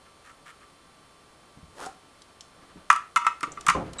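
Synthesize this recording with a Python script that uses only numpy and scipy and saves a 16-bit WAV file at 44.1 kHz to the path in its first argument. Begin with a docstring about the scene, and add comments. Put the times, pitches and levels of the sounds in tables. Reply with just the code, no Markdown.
"""A steel brake rotor lies on bubble wrap on a workshop bench, under a faint hum. Fingers twist a bolt
in its hole, and stick-slip friction rings the rotor faintly. A hand tool scrapes off the bench.
The socket of a cordless driver then knocks and rattles on the bolt, each impact exciting the rotor's
damped modes, until it seats with a crunch. A dull thump rings through the bench, and last the motor
just begins to whine."""
import sys
import numpy as np
from scipy import signal
from scipy.fft import rfft, irfft
from scipy.io import wavfile

SR = 44100
rng = np.random.default_rng(int(sys.argv[2]) if len(sys.argv) > 2 else 0)


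def transcribe(u):
    """Save the signal u as a 16-bit wav file named by the first command-line argument.

    u: samples, shape (n,) or (channels, n), limited to [-1, 1]; the rate is SR.
    q: integer samples, one column per channel.
    """
    v = np.clip(np.atleast_2d(u).T, -1, 1)
    q = np.round(v * 32767).astype(np.int16)
    wavfile.write(sys.argv[1], SR, q)


N = 176400
T = np.arange(N) / SR

# socket striking bolt: t/s, rotor ring level/dB, clack level/dB, click level/dB, contact time/s
IMPACTS = [(2.9008, -13.5, -4, -20.5, 0.00092), (2.913, -43, -27, -27, .0005),
           (2.9275, -30, -19.5, -27, 0.00095), (2.961, -25, -27, -31, 0.00062),
           (3.1602, -13, -14, -21, 0.00065), (3.1665, -22.5, -17, -28, 0.00052),
           (3.1737, -22, -28, -26, 0.00051), (3.2160, -28, -34, -52, 0.002),
           (3.2450, -28.5, -30, -52, 0.0035), (3.2660, -17, -13, -28.5, 0.0011),
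           (3.4073, -46, -35, -36, 0.0011), (3.4295, -22, -19, -30, 0.0023),
           (3.5725, -34, -36.5, -62, 0.00067), (3.665, -23.5, -21, -21.5, 0.002),
           (3.6830, -19, -10, -20, 0.003), (3.6977, -21, -14.5, -20, 0.0025)]
# rotor modes, damped by the wrap: f/Hz, level/dB, T60/s
ROTOR_MODES = [(963.5, -12, .15), (1171, -5, .13), (1307, -2, 0.12), (1355, -5.5, 0.16), (1880, -16, 0.13),
               (2094, -12.5, .08), (2590, -17, .085), (2890, -23, .11), (3510, -22.5, 0.062),
               (5850, -31, .08)]
# crowded, quickly damped modes of driver and socket: f/Hz, level/dB
CLACK_SPECTRUM = [(400, -38.5), (700, -28), (950, -8), (1270, 6.5), (1600, -13), (2100, -9.5), (4200, -32),
                  (9000, -57)]
# steel touching steel: f/Hz, level/dB
CLICK_SPECTRUM = [(1500, -15), (3500, -7), (6200, -0.5), (9000, -1), (14000, -11)]
# the loose socket chattering after an impact: f/Hz, level/dB
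CHATTER_SPECTRUM = [(1100, -24), (2100, 2), (4300, -12.5), (6300, -6), (12000, -19)]
def socket(pressed_s=3.38, skid_s=0.0026):
    """Impact excitation: each blow rings rotor and driver; a longer, skidding contact chatters more."""
    out = np.zeros(N)
    for s, ring_db, clack_db, click_db, contact in IMPACTS:
        decay = 0.73 if s > pressed_s else 1  # bearing on the bolt, the socket damps the rotor
        add(out, s + contact / 2, from_db(ring_db) * ring(ROTOR_MODES, decay))
        add(out, s, from_db(clack_db) * burst(CLACK_SPECTRUM, 2 * contact, t60=0.037))
        add(out, s, from_db(click_db) * burst(CLICK_SPECTRUM, contact / 2, t60=0.014))
        chatter_gain = from_db(clack_db - 18.5) * np.sqrt(contact / skid_s)
        add(out, s, chatter_gain * burst(CHATTER_SPECTRUM, 2 * contact, t60=0.077))
    return out


# tool ticks and the socket's seating crunch: t/s, level/dB, centre f/Hz, half-width/octaves
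TRANSIENTS = [(1.860, -38, 5800, .8), (2.219, -44.5, 4430, 1.1), (2.408, -37, 5000, .75),
              (3.519, -36, 6900, 0.23), (3.609, -36.5, 4470, 1.1), (3.6864, -15, 2230, 0.6),
              (3.933, -39, 4400, 1.4)]
def ticks_and_crunch():
    """Band-limited transients: short ticks of tools, and the loud crunch of the socket skidding home."""
    out, hz = np.zeros(N), np.geomspace(200, 15000, 40)
    for s, db, centre_hz, width in TRANSIENTS:
        band_db = -6 * np.log2(1 + (np.log2(hz / centre_hz) / width) ** 4)
        add(out, s, from_db(db) * burst(np.c_[hz, band_db], rise=0.00035, t60=0.026))
    return out


# hands and tools bumping the bench: t/s, level/dB, corner f/Hz
SOFT_BUMPS = [(1.571, -44.5, 220), (1.630, -43.5, 177), (2.756, -42.5, 314), (3.430, -36, 570),
              (3.474, -42.5, 383), (3.683, -33.5, 180)]
# rumble of the thump: f/Hz, level/dB
THUMP_SPECTRUM = [(30, -12), (100, -1), (1100, -2), (2200, -29), (9000, -41)]
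# bench modes: f/Hz, level/dB, T60/s
BENCH_MODES = [(102.8, -39.5, 0.43), (524.5, -33, 0.37), (1040, -17.5, 0.05)]
def bench(thump_s=3.749, rise_s=0.0027):
    """Soft impacts excite mainly low frequencies; one heavier thump rumbles on and rings the bench."""
    out = np.zeros(N)
    for s, db, hz in SOFT_BUMPS:
        spectrum = [(hz / 8, -12), (hz / 2, 0), (hz, 0), (2 * hz, -18), (20 * hz, -55)]
        add(out, s, from_db(db) * burst(spectrum, rise_s, t60=0.074))
    onset = np.minimum(T[:SR] / rise_s, 1)
    add(out, thump_s, from_db(-27) * onset * tail(THUMP_SPECTRUM, bass_t60=0.67, damping_hz=1100))
    add(out, thump_s, onset[:SR // 4] * ring(BENCH_MODES))
    return out


# fingers turning the bolt: t/s, duration/s, level/dB
BOLT_TURNS = [(0.056, 0.018, -59.5), (0.244, 0.073, -53), (0.459, 0.055, -47.5), (.612, 0.034, -58)]
# friction in the thread: f/Hz, level/dB
THREAD_SPECTRUM = [(700, -16), (1150, 3), (1900, 3), (4000, -14), (9000, -14)]
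def bolt(edge_s=0.012, ring_db=-13):
    """Stick-slip friction: the thread moves in tiny slips that drive the rotor's modes faintly."""
    envelope = sum(from_db(db) * np.clip(np.minimum(T - s, s + length - T) / edge_s + .5, 0, 1)
                   for s, length, db in BOLT_TURNS)
    slips = envelope * noise(THREAD_SPECTRUM, grainy=True)
    return slips + from_db(ring_db) * response(slips, ring(ROTOR_MODES))


# envelope of the scrape: t/s, level/dB
SCRAPE_ENVELOPE = [(1.72, -72), (1.785, -44.5), (1.815, -39.5), (1.865, -40.5), (1.882, -49.5), (1.98, -70)]
# tool sliding on the bench: f/Hz, level/dB
SCRAPE_SPECTRUM = [(100, -18), (400, 0.5), (1300, -1.5), (2600, -15), (13000, -17.5)]
# resonance of the scrape: t/s, f/Hz
SCRAPE_PITCH = [(1.78, 520), (1.84, 1398)]
def dragged_tool(width_hz=250, lift_s=1.8665):
    """Sliding friction: a grainy scrape with a rising resonance, then a knock as the tool lifts off."""
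    phase = 2 * np.pi * np.cumsum(np.interp(T, *np.transpose(SCRAPE_PITCH))) / SR
    resonance = flicker(width_hz) * np.sin(phase) + flicker(width_hz) * np.cos(phase)
    envelope = from_db(np.interp(T, *np.transpose(SCRAPE_ENVELOPE), left=-np.inf))
    out = envelope * (noise(SCRAPE_SPECTRUM, grainy=True) + from_db(-5.5) * resonance)
    add(out, lift_s, ring([(763, -28, 0.084)]))  # one hollow mode
    return out


def motor(trigger_s=3.985, gears_s=3.9895, switch_hz=3905):
    """Switching in the speed control gives two harmonics; a moment later the gears begin to grind."""
    phase = 2 * np.pi * switch_hz * T
    whine = from_db(-37) * np.sin(phase) + from_db(-33.5) * np.sin(2 * phase)
    gears = from_db(-40) * (noise(CLACK_SPECTRUM) + noise(CHATTER_SPECTRUM))
    return whine * (T > trigger_s) + gears * (T > gears_s)


# envelope of the rustle: t/s, level/dB
GRIP_ENVELOPE = [(2.3, -67.5), (2.79, -56), (2.87, -63), (3.2, -78), (3.6, -50), (4.0, -50.5)]
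# hand rubbing on the tools: f/Hz, level/dB
GRIP_SPECTRUM = [(40, -3.5), (1200, -7), (12000, -39.5)]
def grip(roughness_db=3):
    """Friction noise: the grip on the tools rustles with random amplitude modulation."""
    envelope = from_db(np.interp(T, *np.transpose(GRIP_ENVELOPE)))
    return envelope * rms_one(noise(GRIP_SPECTRUM) * from_db(roughness_db * flicker(60)))


# diffuse reflections: f/Hz, level/dB
ECHO_SPECTRUM = [(100, 7), (1200, -5.5), (3000, 0), (7000, -1), (13000, -6)]
def workshop_echo(sound, delay_s=0.00557):
    """Reverberation: the reflections of a small room merge into a short diffuse tail."""
    reflections = tail(ECHO_SPECTRUM, bass_t60=0.36, damping_hz=21900) * (T[:SR] > delay_s)
    return from_db(-12.5) * response(sound, reflections)


# steady hum: f/Hz, rms level/dB
HUM_TONES = [(1072, -70), (1169, -66), (1335, -73), (3122, -74), (3499, -76), (4075, -74.5), (4495, -76),
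             (5351, -78)]
# room air: f/Hz, level/dB
AIR_SPECTRUM = [(18, -19), (30, -3), (600, -4.5), (1200, -9), (2500, -12.5), (5500, -20), (9000, -19.5)]
def hum_and_air(waver_rad=0.45):
    """Phase modulation makes thin hum tones waver together, over the broadband noise of room air."""
    waver = waver_rad * flicker(30)
    hum = sum(from_db(db) * np.sqrt(2) * np.sin(2 * np.pi * hz * T + waver) for hz, db in HUM_TONES)
    return from_db(-57) * noise(AIR_SPECTRUM) + hum


# spectral envelope of the thin whistles: f/Hz, level/dB
WHISTLE_SPECTRUM = [(1800, -30), (4600, 2), (5800, -9), (8500, -8), (8950, 9), (9600, -7)]
def whistles(mean_spacing_hz=40):
    """A line spectrum: a crowd of faint steady tones at random frequencies."""
    lines = rfft(noise(WHISTLE_SPECTRUM))
    sounding = rng.random(len(lines)) < SR / N / mean_spacing_hz
    return from_db(-68.5) * rms_one(irfft(lines * sounding, N))


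def ring(modes, decay=1, scatter_db=2.5, detune=0.007):
    """Modal superposition: damped sinusoids whose strength and tuning vary from blow to blow."""
    t, out = T[:SR // 4], 0
    for k, (hz, db, t60) in enumerate(modes):
        amplitude = (-1) ** k * from_db(db + scatter_db * rng.standard_normal())
        detuned_hz = hz * (1 + detune * rng.uniform(-1.02, 1))
        out += amplitude * fall(t, t60 * decay) * np.sin(2 * np.pi * detuned_hz * t)
    return out


def burst(spectrum, rise, t60):
    """Modal overlap: close modes struck together act as noise that rises and decays, of set energy."""
    t = T[:SR // 4]
    envelope = np.minimum(t / rise, 1) * fall(np.maximum(t - rise, 0), t60)
    return rms_one(noise(spectrum, size=len(t)) * envelope) * np.sqrt(np.mean(envelope ** 2))


def tail(spectrum, bass_t60, damping_hz):
    """Frequency-dependent damping: octave bands of noise die away, twice as fast at damping_hz."""
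    source = rfft(noise(spectrum, size=SR))
    octave = np.log2(np.maximum(np.fft.rfftfreq(SR, 1 / SR), 1))
    return sum(irfft(source * np.maximum(1 - abs(octave - k), 0), SR)
               * fall(T[:SR], bass_t60 / (1 + 2 ** k / damping_hz)) for k in range(4, 15))


def noise(spectrum, size=N, grainy=False, grains_per_s=2500):
    """Spectral shaping: coloured noise of rms 1, made of separate tiny slips if grainy."""
    hz, db = np.transpose(spectrum)
    f = np.maximum(np.fft.rfftfreq(size, 1 / SR), 1)
    source = rng.standard_normal(size) * (rng.random(size) < grains_per_s / SR if grainy else 1)
    gain = from_db(np.interp(np.log(f), np.log(hz), db))
    return rms_one(irfft(rfft(source) * gain, size))


def response(force, impulse):
    """Convolution with an impulse response scaled to unit energy."""
    return signal.fftconvolve(force, impulse / np.sqrt(np.sum(impulse ** 2)))[:N]


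def flicker(rate):
    """Random modulation of rms 1, with rate new values a second."""
    return rms_one(np.interp(T * rate, np.arange(4096), rng.standard_normal(4096)))


def fall(t, t60):
    """Exponential decay, 60 dB in t60."""
    return np.exp(-np.log(1000) * t / t60)


def from_db(db):
    """Level to amplitude ratio."""
    return 10 ** (np.asarray(db) / 20)


def rms_one(x):
    """Normalisation to rms 1."""
    return x / np.sqrt(np.mean(x ** 2) + 1e-20)


def add(out, s, sound):
    """Superposition of a sound starting at time s."""
    i = int(np.clip(s * SR, 0, N - 1))
    out[i:i + len(sound)] += sound[:N - i]


def scene():
    """Linear superposition of the work at the bench, its echo and the background."""
    work = socket() + ticks_and_crunch() + bench() + bolt() + grip() + dragged_tool() + motor()
    return (work + workshop_echo(work) + hum_and_air() + whistles())[None]


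def record(dry, ceiling=0.88, rolloff_hz=10100, stopband_hz=15200):
    """Soft saturation rounds the peaks; low-pass filters dull the treble and cut off the top."""
    rounded = dry / (1 + (dry / ceiling) ** 6) ** (1 / 6)
    dulled = signal.sosfilt(signal.butter(5, rolloff_hz, fs=SR, output="sos"), rounded)
    return signal.sosfilt(signal.cheby2(12, 60, stopband_hz, fs=SR, output="sos"), dulled)


dry = scene()
out = record(dry)
transcribe(out)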